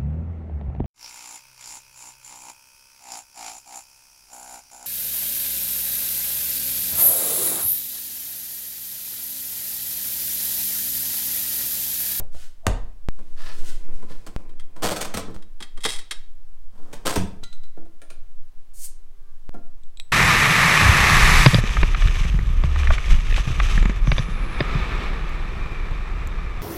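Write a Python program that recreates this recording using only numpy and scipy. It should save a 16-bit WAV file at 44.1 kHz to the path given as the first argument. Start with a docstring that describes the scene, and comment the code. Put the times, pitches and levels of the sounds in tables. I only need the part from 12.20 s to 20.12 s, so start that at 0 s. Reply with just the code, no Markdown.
"""A steel tool cart in a garage, heard close on a body-worn microphone. A small fridge door slaps shut,
then the cart rolls over tiles, its drawer rattles open, a tool scrapes out and the drawer slams.
Steel taps a bottle neck, the cap is prised until gas hisses out, and a second bottle clinks.
Underneath lie quiet room air and a deep rumble, with a few abrupt, dull low pops over it.
A click and brief low thud open the scene, and faint thin whines pass near the end."""
import sys
import numpy as np
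from scipy import signal
from scipy.fft import rfft, irfft, next_fast_len
from scipy.io import wavfile
from scipy.ndimage import uniform_filter1d, map_coordinates

SR = 44100
rng = np.random.default_rng(int(sys.argv[2]) if len(sys.argv) > 2 else 0)


def file_out(sig):
    """Save sig as 16-bit WAV at sys.argv[1]."""
    # one column per channel
    cols = np.atleast_2d(sig).T
    # limit, then scale
    lim = np.clip(cols, -1, 1)
    pcm = np.round(lim * 32767).astype(np.int16)
    wavfile.write(sys.argv[1], SR, pcm)


N = 349272
SIZE = 32768  # samples in one blow or room tail
TIME, AGE = np.arange(N) / SR, np.arange(SIZE) / SR

# reverberation of the garage (frequency [Hz], t60 [s])
GARAGE_DECAY = [(100, 0.54), (400, 0.48), (1500, 0.4), (4000, 0.38), (9000, 0.26), (15000, 0.11)]
# treble, bass and middle (edges [Hz], filter kind)
BANDS = [(1500, "high"), (400, "low"), ([400, 1500], "band")]
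# abrupt, dull low pops (time [s], step [full scale])
LOW_POPS = [(0.887, -0.25), (2.1633, -0.17), (3.1638, 0.051), (5.232, 0.034), (7.2933, 0.057)]

# blows; heft adds weight to bass and middle (time [s], level [dB], heft [dB])
DOOR_BLOWS = [(.004, -35, 1.5), (.147, -46.5, 6.5), (.4675, -13.5, -3.5)]  # a click and brief low thud at the very start; last, the door on its frame
CASTOR_BUMPS = [(0.9867, -50, -1), (1.8256, -48, 4.5), (1.9032, -56, 13.5), (2.0649, -33.5, -12),
                (2.19, -58, 10)]  # over tile joints
TOOL_CLACKS = [(2.2922, -49, -8.5), (2.3952, -35, -25), (3.2225, -42, -21.5), (3.4035, -29.5, -11),
               (3.4239, -23, -39.5), (3.5732, -36, -9), (3.6508, -10.5, -15), (3.788, -30, -34),
               (3.9095, -15.5, -37)]
DRAWER_JOLTS = [(2.561, -41, -7), (2.7072, -19, -11.5), (2.7607, -19.5, -19.5), (2.8067, -16, -26.5),
                (2.8459, -23.5, -16.5), (2.9668, -18, -19), (3.08, -57.5, 21.5), (3.142, -40, -16),
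                (4.728, -29.5, -14.5)]
DRAWER_SLAMS = [(2.9395, -18, -13.5), (4.957, -12.5, -10)]  # on its stops, out and home
CAP_PRISES = [(5.5684, -60.5, 19.5), (5.6531, -61, -3), (5.8162, -44, -16.5), (5.901, -40, -18),
              (7.3402, -53, 11.5)]
# steel touching glass (time [s], level [dB])
NECK_TAPS = [(5.2362, -34.5), (5.3273, -43), (5.4354, -51)]
WALL_TAPS = [(7.635, -51), (7.7725, -38), (7.7989, -26)]

# rubs of hand and swivelling castors (start [s], end [s], swish [dB], scrape [dB])
CART_SCUFFS = [(0.111, 0.239, -51, -61), (1.16, 1.29, -53, -42.5), (1.318, 1.406, -51, -76),
               (1.435, 1.49, -41, -50.5), (1.721, 1.758, -58, -72), (1.88, 1.917, -52, -46.5)]
# movements (start [s], end [s], level [dB])
TOOL_DRAGS = [(3.603, 3.642, -49), (3.635, 3.66, -25.5), (3.685, 3.792, -35.5)]
DRAWER_GLIDES = [(2.56, 3.114, -45.5), (4.512, 4.852, -52)]  # out and in
DRAWER_JERKS = [(2.6203, 2.653, -22), (4.852, 4.871, -21)]  # past the catch
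# faint tones (peak time [s], half length [s], frequency [Hz], level [dB])
WHINES = [(6.978, 0.16, 399, -67.5), (7.09, 0.064, 1183, -69), (7.095, 0.1, 1585, -73)]

# resonances of the bodies (frequency [Hz], width [Hz], relative level [dB])
CABINET_MODES = [(53.3, 29, -7), (109.6, 31, -4), (187, 35, -5), (660, 100, -2.5), (746, 94, 11),
                 (1050, 960, -0.5), (1810, 180, 3.5)]
SHEET_MODES = [(85.3, 19, -8.5), (103.5, 48, -2), (195, 20, -1), (305, 33, 1.5), (465, 8.2, -12.5),
               (703, 68, -10.5), (764, 66, -7.5), (1035, 68, 0.5), (1274, 91, -4), (3220, 300, -3.5),
               (4590, 140, -2), (8240, 120, 2.5)]
TOOL_MODES = [(1194, 29, 1), (2020, 190, 2.5), (2610, 38, 2), (3220, 75, 6), (3790, 39, 5.5),
              (4920, 38, -2.5), (5240, 38, 0.5), (6100, 57, -8.5), (7590, 91, 1), (8950, 140, 0),
              (10330, 69, 0)]
CAP_MODES = [(314.7, 23, 4.5), (520, 40, -6), (673, 54, 2.5), (1380, 22, 10.5), (2115, 33, 0),
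             (6070, 32, -17), (8840, 50, 8), (9280, 21, 9.5), (10500, 36, 2), (12900, 28, -7)]
# modes of the bottles (frequency [Hz], relative level [dB], t60 [s])
NECK_MODES = [(1394, 3.5, 0.15), (1988, -7.5, 1), (3890, -9.5, 0.87), (4000, 13, 0.087), (4452, -21, 0.22),
              (6360, -6, 0.16), (7980, -8, 0.23), (8600, -1, 0.14)]
WALL_MODES = [(2480, -5, 0.065), (3330, 5, 0.033), (3800, 8.5, 0.028), (3890, -11, 0.22), (4060, -10, .15),
              (7720, 8, 0.039), (7950, -7, 0.28)]

# broad spectra of the sources (frequency [Hz], relative level [dB])
AIR_TONE = [(41, -46), (70, 3), (113, -21.5), (300, -17.5), (403, -21), (431, -23), (1170, -24.5),
            (1280, -28), (1580, -27.5), (1850, -29), (16000, -39.5)]
RUMBLE_TONE = [(1, -11.5), (4, 1.5), (9, -7), (13, -12), (20, -20.5), (30, -41), (60, -51), (120, -60.5),
               (300, -120)]
DOOR_TONE = [(21, -53), (35, 11.5), (111, -5), (159, -13), (258, -12.5), (334, -19.5), (617, -3),
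             (907, -13), (1720, -32.5), (2340, -32.5), (6040, -33), (8430, -29.5), (16000, -52)]
GRIT_TONE = [(880, -44.5), (1500, 5.5), (1690, -12), (2000, 0.5), (2190, -5), (3000, -1), (8400, -2.5),
             (16000, -15.5)]
SCRAPE_TONE = [(350, -16.5), (600, -9.5), (1020, -9.5), (1400, -4.5), (1510, -17), (1710, -1.5),
               (2000, -11.5), (4810, -12.5), (6000, -20), (7800, -54), (13200, -120)]
WHEEL_TONE = [(53, -39.5), (90, -1.5), (188, -3), (222, -4.5), (484, -0.5), (588, -8), (857, -13),
              (1390, -19.5), (2500, -14.5), (3250, -47), (5500, -120)]
TOOL_TONE = [(59, -44), (100, -11.5), (249, -2), (520, -3), (910, 3.5), (1010, 0), (2000, -6), (2930, -9),
             (3320, -3.5), (6840, -12.5), (8830, -9.5), (16000, -34)]
DRAWER_TONE = [(18, -26), (30, -3), (38, -9.5), (93, -7), (138, -9.5), (189, -2.5), (252, -8), (303, -5.5),
               (364, -11), (461, -5.5), (600, -8.5), (2680, -21), (8080, -23), (16000, -33.5)]
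TICK_TONE = [(410, -32), (700, -14.5), (1640, -18), (2430, -10), (2730, -12.5), (3940, -0.5), (4700, -13),
             (5920, -14.5), (7890, -12), (8990, -18.5), (16000, -35)]
CAP_TONE = [(71, -39), (120, 3), (684, -6), (1580, -21.5), (1720, -13), (1980, -31), (2110, -22),
            (5520, -29.5), (8660, -28.5), (16000, -42)]
GAS_TONE = [(710, -39), (1200, -29), (1660, -22.5), (3950, -19), (4600, -10.5), (5180, -12), (6870, -4.5),
            (7660, -5.5), (8440, -1), (14000, -10.5), (16000, -18)]


def amp(db):
    """Decibels to gain."""
    return 10 ** (np.asarray(db) / 20)


def unit(x):
    """Scale to rms 1."""
    return x / np.sqrt(np.mean(x ** 2) + 1e-20)


def punch(x):
    """Scale so that the loudest hundredth of a second has rms 1."""
    return x / np.sqrt(uniform_filter1d(x ** 2, SR // 100).max() + 1e-20)


def along(points, hz):
    """Read a curve on a log frequency axis."""
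    knots_hz, values = np.transpose(points)
    return np.interp(np.log(hz + .01), np.log(knots_hz + .01), values)


def add(track, s, sound):
    """Mix a sound in at a time."""
    part = track[max(round(s * SR), 0):][:len(sound)]
    part += sound[:len(part)]


def split(x, edge, kind):
    """The treble, bass or middle of a sound."""
    return signal.sosfilt(signal.butter(3, edge, kind, fs=SR, output="sos"), x)


def stroke(start, end, db, rise, t60, db_per_s=0):
    """Envelope of a movement: it rises, holds on a slope and dies away after its end."""
    held = np.clip(TIME - start, 0, end - start)
    return (1 - np.exp(-held / rise)) * amp(db + db_per_s * held - 60 * np.maximum(TIME - end, 0) / t60)


def wobble(rate):
    """A smooth random curve, rate knots a second."""
    return map_coordinates(rng.standard_normal(400), [TIME * rate], mode="wrap")


def grains(rate, spread_db=0, size=N):
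    """Tiny contacts of uneven strength at random moments, about rate a second."""
    contacts = (rng.random(size) < rate / SR) * rng.standard_normal(size)
    return unit(contacts * amp(spread_db * rng.standard_normal(size)))


def coloured(x, spectrum):
    """Steady excitation given a spectrum, at rms 1."""
    size = next_fast_len(N + SR)
    gain = amp(along(spectrum, np.fft.rfftfreq(size, 1 / SR)))
    return unit(irfft(rfft(x, size) * gain, size)[:N])


def body(spectrum, modes=(), ring_db=0):
    """Impulse response of an object: a broad colour with resonances standing out of it."""
    hz = np.fft.rfftfreq(SIZE, 1 / SR)
    lift = 1 + sum(amp(ring_db + db) ** 2 / (1 + (2 * (hz - centre) / width) ** 2)
                   for centre, width, db in modes)
    gain = amp(along(spectrum, hz)) * np.sqrt(lift)
    cepstrum = irfft(np.log(np.maximum(gain, 1e-6)))
    cepstrum[1:SIZE // 2] *= 2  # folding makes the response causal
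    cepstrum[SIZE // 2:] = 0
    return irfft(np.exp(rfft(cepstrum)))[:SIZE // 2]


def excite(response, force):
    """A body or room answering a force."""
    return signal.fftconvolve(force, response)[:len(force)]


def garage(x, wet_db):
    """The direct sound plus a diffuse room tail whose treble dies first."""
    hz, t, spectra = signal.stft(rng.standard_normal(SIZE), SR, nperseg=256)
    decay = amp(-60 * t / along(GARAGE_DECAY, hz)[:, None])
    tail = signal.istft(spectra * decay, SR, nperseg=256)[1][:SIZE]
    tail *= 1 - np.exp(-AGE / 0.0011)
    return x + amp(wet_db) * excite(tail / np.linalg.norm(tail), x)


def blows(rows, response, rate, t60, rise, low_linger, high_db, low_db, mid_db, wet_db,
          first_db=-20, mid_share=0.66):
    """Each blow is a first contact and a chatter that builds and dies; the heavy bass moves longest."""
    out = np.zeros(N)
    lingers = (1, low_linger, np.sqrt(low_linger))
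    for s, level, heft in rows:
        contacts = grains(rate, spread_db=-2, size=SIZE) * (1 - np.exp(-AGE / rise))
        band_dbs = (high_db, low_db + heft, mid_db + mid_share * heft)
        sound = 0
        for band, db, linger in zip(BANDS, band_dbs, lingers):
            chatter = contacts * amp(-60 * AGE / (t60 * linger))
            chatter[0] += amp(first_db) * np.linalg.norm(chatter)
            sound += amp(level + db) * punch(split(excite(response, chatter), *band))
        add(out, s, garage(sound, wet_db))
    return out


def deep_rumble(standing_db=-24):
    """A slow pressure sway, mostly below hearing, stronger while the wearer walks."""
    walking = stroke(start=0.66, end=1.9, db=-18.5, rise=0.62, t60=1.5)
    return (amp(standing_db) + walking) * coloured(rng.standard_normal(N), RUMBLE_TONE)


def fridge_door(puff_db=-31, puff_s=0.01, shudder_db=-31, shudder_t60=0.4):
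    """A click and brief low thud open the scene; then the door puffs out air and slaps on its seal, and the
    cabinet shudders."""
    cabinet = body(DOOR_TONE, CABINET_MODES, ring_db=10)
    slap = blows(DOOR_BLOWS, cabinet, rate=22000, t60=0.02, rise=0.00024, low_linger=6.5,
                 high_db=-2, low_db=-0.5, mid_db=-2, wet_db=-9.5, first_db=0.5)
    since_shut = TIME - DOOR_BLOWS[-1][0]
    puff = amp(puff_db) * np.exp(-np.abs(since_shut) / puff_s)
    shudder = (since_shut > 0) * amp(shudder_db - 60 * np.abs(since_shut) / shudder_t60)
    return slap + (puff + shudder) * unit(excite(cabinet, rng.standard_normal(N)))


def cart(pull_s=(0.9, 2.22), lump_db=3.5, judder_db=2.5):
    """A rubbing hand and hard castors on gritty tiles: scuffs, a lumpy rumble, bumps at the joints."""
    frame = body(WHEEL_TONE, SHEET_MODES, ring_db=7)
    rolling = unit(excite(frame, grains(rate=900, spread_db=1.5)))
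    pull = stroke(*pull_s, db=-55.5, rise=0.11, t60=2.4) * amp(lump_db * wobble(rate=12))
    swish = stroke(*pull_s, db=-68, rise=0.035, t60=0.25)  # grit under the castors
    scrape = 0
    for start, end, swish_db, scrape_db in CART_SCUFFS:
        swish += stroke(start, end, swish_db, rise=0.055, t60=0.31)
        scrape += stroke(start, end, scrape_db, rise=0.055, t60=0.31)
    scrape *= amp(judder_db * wobble(rate=67))
    swish *= coloured(grains(rate=14000, spread_db=3), GRIT_TONE)
    scrape *= coloured(grains(rate=1300, spread_db=2), SCRAPE_TONE)
    sheet = body(DRAWER_TONE, SHEET_MODES, ring_db=6)
    bumps = blows(CASTOR_BUMPS, sheet, rate=6200, t60=0.077, rise=0.001, low_linger=2,
                  high_db=-9, low_db=-0.5, mid_db=0, wet_db=-10)
    return garage(pull * rolling + swish + scrape, wet_db=-8) + bumps


def low_pops(settle_s=0.06):
    """Each dull pop is an abrupt step that settles back to zero."""
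    out = np.zeros(N)
    pop = np.exp(-AGE / settle_s) * (1 - np.exp(-AGE / 0.00003))
    for s, step in LOW_POPS:
        add(out, s, step * pop)
    return out


def tool_clacks():
    """Loose steel tools knock together and ring."""
    steel = body(TOOL_TONE, TOOL_MODES, ring_db=4.5)
    return blows(TOOL_CLACKS, steel, rate=10000, t60=0.061, rise=0.0013, low_linger=1.54,
                 high_db=-10, low_db=-3.5, mid_db=-6.5, wet_db=-13, mid_share=0.5)


def drawer(shake_db=0.5, boom_db=-3, boom_hold_s=0.014, boom_top_hz=175):
    """The sheet-steel drawer drones on ball slides, jolts, shakes its contents and slams on its stops."""
    sheet = body(DRAWER_TONE, SHEET_MODES, ring_db=4)
    running = excite(sheet, grains(rate=3800))
    high, low, mid = (unit(split(running, *band)) for band in BANDS)
    glide = sum(stroke(*row, rise=0.059, t60=0.2, db_per_s=-11) for row in DRAWER_GLIDES)
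    slides = glide * (low + amp(-1) * mid + amp(-12) * high)

    jumble = excite(body(DRAWER_TONE, SHEET_MODES, ring_db=6), grains(rate=2600))
    high, low, mid = (unit(split(jumble, *band)) for band in BANDS)
    shake = sum(stroke(*row, rise=0.01, t60=0.37) for row in DRAWER_JERKS)
    shake *= amp(shake_db * wobble(rate=70))
    contents = shake * (amp(-7) * low + mid + amp(-2) * high)

    jolts = blows(DRAWER_JOLTS, sheet, rate=4000, t60=0.096, rise=0.0032, low_linger=1.12,
                  high_db=-11, low_db=0.5, mid_db=-0.5, wet_db=-7.5, mid_share=0.52)
    slams = blows(DRAWER_SLAMS, sheet, rate=9000, t60=0.056, rise=0.0018, low_linger=1.7,
                  high_db=-13, low_db=2, mid_db=-3.5, wet_db=-4.5)
    # the whole cart shudders after each slam, more after a heavier one
    shudder = sum(stroke(s, s + boom_hold_s, level + heft + boom_db, rise=0.0066, t60=0.59)
                  for s, level, heft in DRAWER_SLAMS)
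    boom = shudder * unit(split(running, boom_top_hz, "low"))
    return slides + contents + jolts + slams + boom


def tool_scrape(neighbours=3, detune=0.014, touch_db=4.5, edge_hz=5000):
    """A tool leaving its tray rubs on others of slightly different sizes; light contact keeps it bright."""
    drag = sum(stroke(*row, rise=0.0046, t60=0.1) for row in TOOL_DRAGS)
    jangle = 0
    for _ in range(neighbours):
        pitch = np.exp(detune * rng.standard_normal())
        steel = body(TOOL_TONE, [(hz * pitch, width, db) for hz, width, db in TOOL_MODES], ring_db=8.5)
        touch = amp(touch_db * wobble(rate=40))
        jangle += touch * excite(steel, grains(rate=600))
    bright = signal.sosfilt(signal.butter(1, edge_hz, "high", fs=SR, output="sos"), jangle)
    return garage(drag * unit(bright), wet_db=-8.5)


def clinks(taps, modes, ring_db, tick_db, tick_t60, wet_db):
    """Each tap is a hard tick that rings the glass modes at slightly new strengths."""
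    out = np.zeros(N)
    for s, db in taps:
        ring = 0
        for hz, level, t60 in modes:
            decay = amp(level + rng.normal(0, 2.6) - 60 * AGE / t60)
            ring += decay * np.sin(2 * np.pi * hz * AGE + rng.uniform(0, 2 * np.pi))
        tick = excite(body(TICK_TONE), rng.standard_normal(SIZE) * amp(-60 * AGE / tick_t60))
        clink = amp(ring_db) * punch(ring) + amp(tick_db) * punch(tick)
        add(out, s, amp(db) * garage(clink, wet_db))
    return out


def bottles():
    """Steel taps the neck of one bottle and later the wall of another."""
    neck = clinks(NECK_TAPS, NECK_MODES, ring_db=-5, tick_db=-4.5, tick_t60=0.049, wet_db=-9.5)
    wall = clinks(WALL_TAPS, WALL_MODES, ring_db=-10.5, tick_db=-9, tick_t60=0.0071, wet_db=-22)
    return neck + wall


def cap_creaks():
    """The crown cap creaks and gives under the lever."""
    cap = body(CAP_TONE, CAP_MODES, ring_db=6.5)
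    return blows(CAP_PRISES, cap, rate=4000, t60=0.051, rise=0.00074, low_linger=3.9,
                 high_db=-3.5, low_db=-2, mid_db=4.5, wet_db=-5.5)


def gas_hiss():
    """The seal parts and gas hisses through the widening gap until the pressure is spent."""
    flow = stroke(start=6.535, end=6.655, db=-55.5, rise=0.003, t60=0.1, db_per_s=172)
    return garage(flow * coloured(rng.standard_normal(N), GAS_TONE), wet_db=-7.5)


def whines():
    """Thin tones swell and fade, barely above the air of the room."""
    return sum(amp(db) * np.exp(-((TIME - s) / half) ** 2) * np.sin(2 * np.pi * hz * TIME)
               for s, half, hz, db in WHINES)


def scene():
    """All sounds, in mono, over the quiet air of the garage."""
    air = amp(-62) * coloured(rng.standard_normal(N), AIR_TONE)
    mix = air + deep_rumble() + fridge_door()
    mix += cart() + low_pops() + tool_clacks() + drawer() + tool_scrape()
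    mix += bottles() + cap_creaks() + gas_hiss() + whines()
    return mix[None]


def record(dry, top_hz=16000):
    """The microphone chain cuts off steeply at its band limit."""
    return signal.sosfilt(signal.ellip(10, .1, 80, top_hz, fs=SR, output="sos"), dry)


dry = scene()
out = record(dry)
file_out(out)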